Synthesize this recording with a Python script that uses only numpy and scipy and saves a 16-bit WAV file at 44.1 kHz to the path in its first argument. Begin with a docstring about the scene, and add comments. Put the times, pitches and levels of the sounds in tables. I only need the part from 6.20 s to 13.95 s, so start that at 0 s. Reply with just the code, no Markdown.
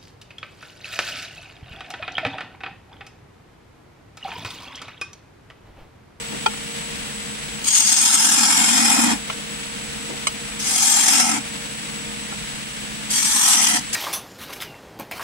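"""In a small workshop a wooden bowl spins on a lathe; a gouge takes three passes and starts a fourth.
Noise through drifting resonances makes the shavings hiss, the steel sing and the bowl ring;
near the centre the bowl booms and chatters. Before and between passes the gouge knocks on iron: dying sines
and a noise crack. Soft scuffs are swells of dull noise. The motor hums and its speed drive whines, as
wavering tones in broad running noise, and the recorder's gain control ducks both under each cut."""
import sys
import numpy as np
from scipy import signal
from scipy.fft import rfft, irfft
from scipy.io import wavfile
from scipy.ndimage import uniform_filter1d

SR = 44100
rng = np.random.default_rng(int(sys.argv[2]) if len(sys.argv) > 2 else 0)


def transcribe(u):
    """Save the signal u as a 16-bit wav file named by the first command-line argument.

    u: samples, shape (n,) or (channels, n), limited to [-1, 1]; the rate is SR.
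    q: integer samples, one column per channel.
    """
    v = np.clip(np.atleast_2d(u).T, -1, 1)
    q = np.round(v * 32767).astype(np.int16)
    wavfile.write(sys.argv[1], SR, q)


N = 341775
TIME = np.arange(N) / SR  # s
FFT_SIZE, HOP = 2048, 512  # samples
BINS = np.fft.rfftfreq(FFT_SIZE, 1 / SR)  # Hz

# how much later the machine reaches the left channel: frequency_hz, lag_ms
MACHINE_LAG = [(60, 0.77), (150, 1), (260, 0.81), (500, 0.46), (1000, 0.4726)]


def amp(db):
    """Decibels to gain."""
    return 10 ** (np.asarray(db) / 20)


def evened(x):
    """Scales to an rms of one."""
    return x / np.sqrt(np.mean(abs(x) ** 2) + 1e-20)


def read(points, hz):
    """Reads a curve of points along a logarithmic frequency axis."""
    point_hz, value = np.transpose(points)
    return np.interp(np.log(hz + 1), np.log(point_hz + 1), value)


def sides(db):
    """Left and right gains of constant power for a left-right level difference."""
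    pair = np.array([amp(db / 2), amp(-db / 2)])
    return pair / np.sqrt(np.mean(pair ** 2, axis=0))


def drift(hz):
    """Random wander of rms one: noise under a Gaussian low-pass reaching to about hz."""
    f = np.fft.rfftfreq(N, 1 / SR)
    lowpass = np.exp(-.5 * (f / hz) ** 2)
    return evened(irfft(rfft(rng.standard_normal(N)) * lowpass, N))


def peak(hz, width, db):
    """Power response of one resonance, width in Hz between its half-power points."""
    return amp(db) ** 2 / (1 + (2 * (BINS[:, None] - hz) / width) ** 2)


def colour(x, power, balance):
    """Passes a stereo sound through a power response that may change with time, then evens it."""
    z = signal.stft(x, nperseg=FFT_SIZE, noverlap=FFT_SIZE - HOP)[2]
    response = np.sqrt(power / power.sum(axis=0))
    z = z * response * sides(read(balance, BINS))[:, :, None]
    return evened(signal.istft(z, nperseg=FFT_SIZE, noverlap=FFT_SIZE - HOP)[1][:, :N])


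def spread(x, diffuse_db, fade_s, lag=43):
    """Direct sound, lag samples later on the left, in a diffuse wash that follows its power."""
    r = np.exp(-1 / (fade_s * SR))
    level = np.sqrt(signal.lfilter([1 - r], [1, -r], x ** 2))
    wash = level * rng.standard_normal((2, N))
    direct = np.array([np.roll(x, round(lag)), x])
    return direct + amp(diffuse_db) * wash


def workshop(x, t60, wet_db, lag_ms):
    """Direct sound, later on the left, and the short scatter of a room full of timber."""
    t = TIME[:SR // 4]
    tail = rng.standard_normal((2, len(t))) * (t > .0012) * np.exp(-np.log(1000) * t / t60)
    tail *= amp(wet_db) / np.linalg.norm(tail, axis=1, keepdims=True)
    tail[0, round(abs(lag_ms) * SR / 1000)] += 1  # direct sound, left
    tail[1, 0] += 1  # direct sound, right
    return signal.oaconvolve(x[None], tail, axes=1)[:, :N] / np.sqrt(1 + amp(wet_db) ** 2)


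def running(flutter_db=0.83):
    """Broad noise of belt, bearings and air; how alike the two channels are depends on frequency."""
    # noise round the spinning bowl, and its treble: frequency_hz, level_db per Hz
    lower_spectrum = [(15, -80), (55, -63.5), (100, -75), (140, -60), (180, -64.5), (215, -65.5),
                      (300, -64), (350, -75.5), (450, -73), (1150, -72), (1750, -69.5), (2900, -67.5),
                      (5000, -74.5), (9700, -77)]
    top_spectrum = [(10500, -79), (12000, -88.5), (16000, -99)]
    # balance at the microphones: frequency_hz, left_right_db
    balance = [(50, 1), (200, 0), (500, 1), (1100, 0.5), (5000, 1.5), (7500, 5), (8500, 2), (9900, -10.5),
               (15000, -17)]
    # likeness of the two channels: frequency_hz, coherence (0-1)
    likeness = [(40, 0.94), (200, 0.79), (400, 1), (800, 0.26), (2000, 0.29), (5000, 0.054)]
    hz = np.fft.rfftfreq(N, 1 / SR)
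    right, other = rfft(rng.standard_normal((2, N)))
    same = np.clip(read(likeness, hz), 0, 1)
    later = np.exp(-2j * np.pi * hz * read(MACHINE_LAG, hz) / 1000)
    left = (same * right + np.sqrt(1 - same ** 2) * other) * later
    shape = amp(read(lower_spectrum + top_spectrum, hz)) * sides(read(balance, hz)) * np.sqrt(SR / 2)
    return irfft(np.array([left, right]) * shape, N) * amp(flutter_db * drift(45))


def motor(steady=2.03, apart=0.58, wobble=.001):
    """Tones of the motor and its speed drive: a steady part plus narrow-band random wavering."""
    # motor hum: frequency_hz, waver_width_hz, level_db, left_right_db
    hum_tones = [(212.2, 28, -41, -2), (466.7, 38, -46, 1), (586, 11, -66, -4), (926, 9, -50, 4)]
    # switching whine of the drive: frequency_hz, waver_width_hz, level_db, left_right_db
    drive_whine = [(7672, 40, -47.5, -1), (7832, 20, -42.5, 1.5), (7912, 18, -41.5, 0), (8072, 22, -46, 5),
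                   (15732, 20, -54, -10)]
    # swelling and waning of the upper hum: time_s, change_db
    hum_swell = [(0, 4), (1.4, -1), (3.2, 1), (4.4, 1.5), (5.7, 1), (6.4, -2.5), (7.7, -3.5)]
    coarse = TIME[::64]  # the wavering is slow enough for a coarse clock
    rates = np.fft.fftfreq(len(coarse), coarse[1])
    out = np.zeros((2, N))
    clock = TIME + np.cumsum(wobble * drift(1.51)) / SR
    for hz, width, db, pan_db in hum_tones + drive_whine:
        noise = rng.standard_normal((3, len(coarse), 2)) @ [1, 1j]
        chance = np.fft.fft(noise) / (1 + (rates / width) ** 2 * 2)
        shared, *own = evened(np.fft.ifft(chance))
        lead_s = read(MACHINE_LAG, hz) / 1000
        swell = amp(np.interp(coarse, *np.transpose(hum_swell)) * (400 < hz < 1000))
        for channel, gain in enumerate(sides(pan_db)):
            # short waves reach each channel by different paths
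            waver = evened(steady + shared + apart * np.sqrt(hz / 1500) * own[channel])
            carrier = np.exp(2j * np.pi * hz * (clock + channel * lead_s))
            tone = np.interp(TIME, coarse, swell * waver) * carrier
            out[channel] += gain * amp(db) * np.sqrt(2) * tone.real
    return out


def scuffs():
    """Short, dull swells of rubbing as the turner shifts his stance."""
    # each scuff: centre_s, half_length_s, level_db
    shifts = [(0.143, .03, -34.5), (3.907, 0.014, -31.5), (3.943, 0.019, -34.5)]
    # colour of the rubbing: frequency_hz, level_db
    rub_spectrum = [(100, -23), (280, -1.5), (550, -8.5), (1000, -16), (3000, -30), (9000, -50)]
    swell = sum(amp(db) * np.exp(-((TIME - s) / half_s) ** 2) for s, half_s, db in shifts)
    rub = spread(rng.standard_normal(N), diffuse_db=1, fade_s=0.0045)
    return swell * colour(rub, amp(read(rub_spectrum, BINS))[:, None] ** 2, [(400, 1)])


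def ringing(modes):
    """Struck iron: a sum of sine modes, each dying exponentially by its own t60."""
    t = TIME[:SR // 4]
    return sum(amp(db) * np.exp(-np.log(1000) * t / t60) * np.sin(2 * np.pi * hz * t)
               for hz, db, t60 in modes)


def knocks(crack_db=-0.5, crack_s=0.0046, low_hz=560):
    """Gouge on iron: each knock cracks, rings the bed or the rest, and rebounds once."""
    # each knock: start_s, level_db, share of the tool rest against the lathe bed (0-1),
    # brightness_hz, rebound_after_s, rebound_db against the knock
    blows = [(0.2609, -8.5, 0, 7500, 0.0031, -22), (0.336, -32, 0, 1500, .004, -4),
             (3.099, -17, 0.67, 2600, 0.00293, -8), (4.0696, -14.5, 0.87, 9500, .007, -8.5),
             (6.122, -27, 0.1, 1600, .005, -6)]
    # modes of the lathe bed, and of the tool rest: frequency_hz, level_db, t60_s
    bed_modes = [(415, -3, .06), (822, -19, 0.17), (871, 2, 0.053), (1383, 0.5, 0.055), (1847, -6.5, 0.049),
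                 (2468, -3, 0.048), (2850, -20, 0.061), (3200, -2, 0.037), (4560, -14, 0.05),
                 (5960, -25, 0.026), (7100, -30, .03), (8350, -8, .03)]
    rest_modes = [(650.3, -9.5, 0.12), (1250, -2.5, 0.039), (2200, -3, 0.039), (2450, -8.5, 0.051),
                  (2970, 8.5, 0.017), (4115, -2, 0.037), (4990, 0, 0.035), (6070, -2, 0.026),
                  (6440, -1, 0.035), (8200, 6, 0.013), (9184, -9, .03), (11700, -17, .02)]
    out = np.zeros(N + SR)
    bed, rest = ringing(bed_modes), ringing(rest_modes)
    for s, db, share, bright_hz, rebound_s, rebound_db in blows:
        for at, gain in ((s, amp(db)), (s + rebound_s, amp(db + rebound_db))):
            crack = amp(crack_db) * rng.standard_normal(len(bed)) * np.exp(-TIME[:len(bed)] / crack_s)
            blow = (1 - share) * bed + share * rest + uniform_filter1d(crack, size=4)
            # the knocks carry little bass, and soft knocks are dull
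            blow = signal.lfilter(*signal.butter(3, low_hz, "high", fs=SR), blow)
            blow = signal.lfilter(*signal.butter(2, min(bright_hz, SR / 3), fs=SR), blow)
            out[round(at * SR):][:len(blow)] += gain * blow
    return workshop(out[:N], t60=0.034, wet_db=2.0, lag_ms=0.866)


def strokes(wander_db=0.54, wander_hz=6.5):
    """Depth (dB), place from outside (0) to centre (1), time since touch and since lift (s)."""
    # passes from the outside in: start_s, length_s, reach towards the centre (0-1), full_depth_db,
    # first_touch_db below full, sink_in_s, easing_off_db, ease_off_s
    passes = [(1.438, 1.493, 1, -0.9, 21, 0.099, 13.5, 0.14), (4.388, 0.79, 0.9, 0.5, 29, 0.28, 21.5, 0.16),
              (6.896, 0.673, 0.71, -0.8, 22, .36, 9.5, 0.12), (7.725, 0.57, .68, -3.5, 19.5, .06, 10, .2)]
    # the edge catches and digs in for a moment: centre_s, half_length_s, deeper_db
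    catches = [(1.48, .009, 9.5), (1.572, 0.023, 5.5), (5, 0.015, 2), (6.911, .008, 2.5), (6.97, 0.043, 8),
               (7.325, 0.045, 6.5)]
    depth_db, inward, since_touch, since_lift = np.zeros((4, N))
    for start, length, reach, full_db, touch_db, sink_s, ease_db, ease_s in passes:
        on = TIME >= start
        t = TIME[on] - start
        sinking_db = touch_db * np.clip(1 - t / sink_s, 0, 1)
        easing_db = ease_db * np.clip(1 - (length - t) / ease_s, 0, 1)
        depth_db[on] = full_db - sinking_db - easing_db
        inward[on] = reach * np.minimum(t / length, 1)
        since_touch[on] = t
        since_lift[on] = np.maximum(t - length, 0)
    catch_db = sum(db * np.exp(-((TIME - s) / half_s) ** 2) for s, half_s, db in catches)
    hand_db = wander_db * drift(wander_hz)  # the hand never feeds quite evenly
    return depth_db + catch_db + hand_db, inward, since_touch, since_lift


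def voices():
    """Gains of hiss, ring, boom and chatter from the depth of cut, and the place of the edge (0-1)."""
    # each voice of the cut: outside_db, centre_db, gain in dB per dB of depth
    # the wood runs slower near the centre, so the shaving hisses less
    hiss_law = (-6, -9, 0.82)
    ring_law = (-18.5, -11, 0.62)
    boom_law = (-37.5, -24.5, 0.3)
    meet_s = .008  # the edge meets the wood in this time
    release_s, boom_release_s = 0.021, 0.023  # time constants after the lift; the spindle rings on longer
    boom_db_per_s = 7  # the longer the edge stays in the wood, the more the bowl shakes
    chatter_outside_db, chatter_centre_db = -34, 0.5  # against the boom
    depth_db, inward, since_touch, since_lift = strokes()
    meeting = np.minimum(since_touch / meet_s, 1)
    hiss, ring, boom = (
        amp(outside_db + (centre_db - outside_db) * inward + follow * depth_db) * meeting
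        for outside_db, centre_db, follow in (hiss_law, ring_law, boom_law))
    lift = np.exp(-since_lift / release_s)
    in_wood_s = since_touch - since_lift
    boom = boom * amp(boom_db_per_s * in_wood_s) * np.exp(-since_lift / boom_release_s)
    judder = boom * amp(chatter_outside_db + (chatter_centre_db - chatter_outside_db) * inward)
    return hiss * lift, ring * lift, boom, judder, inward


def fibres(per_s, spread_db, smooth):
    """Wood fibres snap at the edge, a few of them hard, over smooth rubbing."""
    strength = amp(spread_db * np.minimum(rng.exponential(1, N), 4))
    snaps = (rng.random(N) < per_s / SR) * rng.choice([-1, 1], N) * strength
    return evened(evened(snaps) + smooth * rng.standard_normal(N))


def patches(frames, count, size):
    """Random field of rms one, smoothed over count bins and size frames."""
    field = rng.standard_normal((len(BINS), len(frames)))
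    across_bins = uniform_filter1d(field, count, axis=0)
    return evened(uniform_filter1d(across_bins, size, axis=1))


def chatter(pitch_hz=234, waver=0.0116, uneven_db=-1.5, lag=36):
    """The edge locks onto the flexing of bowl and spindle: a wavering tone, lag samples later on the left."""
    phase = 2 * np.pi * np.cumsum(pitch_hz * (1 + waver * drift(7.86))) / SR
    tone = np.sin(phase) * amp(uneven_db * drift(23))
    return evened(np.array([np.roll(tone, round(lag)), tone]))


def cutting(throb_db=2.0, uneven_db=0.84, tear_db=0.9, streak_db=2.5, flicker_db=1.68):
    """The shaving throbs with the grain and drives the steel, the bowl and the spindle."""
    # four sets of ringing of gouge and hold, which change within the first pass and between passes:
    # time_s; set that rings at each of those times (0-3)
    set_times = [1.8, 2.2, 2.95, 4.4, 5.2, 6.9]
    set_numbers = [0, 1, 1, 2, 2, 3]
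    # gouge on its rest: frequency_hz, width_hz, level_db over the hiss in set 0, 1, 2, 3
    steel_modes = [(4750, 370, 1, -20, -2, -3), (5260, 200, 1, 7, 6.5, -2.5), (5846, 124, -0.5, 4, 6, 5.5),
                   (6580, 150, 11.5, 1, 8.5, 2), (6430, 70, -20, -7, 4, -7), (7450, 390, -1, 8, 7.5, 0),
                   (8260, 102, 14, 4.5, 11.5, 9), (8800, 220, 0, -2, 2, -8),
                   (9920, 145, 5.5, 10.5, 11.5, 6.5), (11050, 1400, -5, 0.5, 1.5, 0.5),
                   (12000, 890, -7, -10, -2, -6), (14450, 1500, -0.5, -2.5, 1.5, -2)]
    # bowl: frequency_hz, width_hz, outside_db and centre_db over the scraping
    bowl_modes = [(740, 72, -6, 0.5), (863, 130, 7, 5), (905, 75, 0, 0), (1316, 48, 4.5, 5),
                  (1730, 91, -3, -8), (1780, 58, 2, -5), (2170, 89, 1.5, 4), (2463, 26, 6, 15),
                  (3243, 41, 8, 7.5)]
    # bowl and spindle flexing as a whole: frequency_hz, width_hz, level_db
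    flex_modes = [(225.7, 10.6, 17), (302, 53, 7)]
    # smooth spectra of the hiss, the scraping and the push on the wood: frequency_hz, level_db
    hiss_spectrum = [(1500, -66), (2800, -2.5), (4100, -8.5), (4800, -5.5), (6800, -2), (7900, -3.5),
                     (9200, -3.5), (10300, -10), (11800, -16.5), (13100, -13.5), (16000, -29.5)]
    scrape_spectrum = [(150, -65), (400, -11.5), (600, -15), (740, 0.5), (1100, -2.5), (1600, 0.5),
                       (2200, -2), (3300, -2.5), (4000, -4.5), (5500, -12), (9000, -44)]
    push_spectrum = [(30, -24), (110, -20.5), (160, -8), (200, -4), (290, 0), (360, -20.5), (600, -12),
                     (1500, -60)]
    # balance of the hiss and of the bowl at the microphones: frequency_hz, left_right_db
    hiss_balance = [(3000, 14), (5500, 2.5), (7400, 7.5), (8500, 3), (9200, 25), (9900, -35), (10800, -6.5),
                    (14000, -2)]
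    bowl_balance = [(650, 3.5), (950, -2), (1300, -4), (1650, 3.5), (2400, -1), (3500, -2)]
    end_grain_hz = 43  # mean rate: the edge meets end grain twice a turn
    slope_outside_db, slope_centre_db = 4.5, -2.5  # per octave
    hiss, ring, boom, judder, inward = voices()

    phase = 2 * np.pi * np.cumsum(end_grain_hz * (1 + .012 * drift(7.4))) / SR
    throb = np.cos(phase) + 0.089 * np.cos(phase / 2)  # twice and once a turn
    bite = evened(amp(throb_db * throb + uneven_db * drift(27) + tear_db * drift(170)))

    # the levels of the steel's modes glide from set to set, and their pitches wander as it slides on the rest
    frames = np.arange(-(-N // HOP) + 1) * HOP / SR
    ringing_set = np.interp(frames, set_times, set_numbers)
    slide = 1 + .005 * np.interp(frames, TIME, drift(2))
    steel = sum(peak(hz * slide, width, np.interp(ringing_set, np.arange(len(db)), db))
                for hz, width, *db in steel_modes)

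    # the place of the edge decides which modes of the bowl it drives, and how dark it scrapes
    place = np.interp(frames, TIME, inward)
    octaves = np.log2(BINS[:, None] / 1500 + .01)
    slope_db = octaves * (slope_outside_db + (slope_centre_db - slope_outside_db) * place)
    bowl = sum(peak(hz, width, np.interp(place, [0, 1], db)) for hz, width, *db in bowl_modes)
    wood = (1 + bowl) * amp(slope_db) ** 2
    flex = 1 + sum(peak(*mode) for mode in flex_modes)

    # the colour of hiss and ring flickers at random in streaks
    streaks_db = streak_db * patches(frames, count=7, size=24)
    streaks_db = streaks_db + flicker_db * patches(frames, count=18, size=3)
    hiss_power = steel * amp(read(hiss_spectrum, BINS)[:, None] + streaks_db) ** 2
    ring_power = wood * amp(read(scrape_spectrum, BINS)[:, None] + streaks_db) ** 2
    boom_power = flex * amp(read(push_spectrum, BINS))[:, None] ** 2

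    edge = spread(bite * fibres(per_s=7000, spread_db=3.5, smooth=0.54), diffuse_db=6.0, fade_s=0.0039)
    push = spread(bite * rng.standard_normal(N), diffuse_db=-17, fade_s=.005, lag=33.3)
    return (hiss * colour(edge, hiss_power, hiss_balance)
            + ring * colour(edge, ring_power, bowl_balance)
            + boom * colour(push, boom_power, [(234, 0)])
            + judder * chatter())


def scene():
    """The running lathe, the scuffs, the knocks and the cuts."""
    return running() + motor() + scuffs() + knocks() + cutting()


def record(dry, threshold_db=-19, squeeze=0.65, recovery_db=60, ceiling=.92, edge_hz=15950):
    """Gain control restrains the cuts and ducks the machine; then a soft ceiling and the band limit."""
    power_db = 10 * np.log10(abs(uniform_filter1d((dry ** 2).mean(0), size=3000)) + 1e-12)
    # the held level falls by recovery_db each second until a louder sound lifts it
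    fall = TIME * recovery_db
    held_db = np.maximum.accumulate(power_db + fall) - fall
    over_db = np.maximum(held_db - threshold_db, 0)
    ducked = dry / amp(min(squeeze, 1) * uniform_filter1d(over_db, size=1500))
    limited = ducked / (1 + (ducked / ceiling) ** 8) ** (1 / 8)
    lowpass = signal.firwin(511, edge_hz, window=("kaiser", 9), fs=SR)
    return signal.oaconvolve(limited, lowpass[None], "same")


dry = scene()
out = record(dry)
transcribe(out)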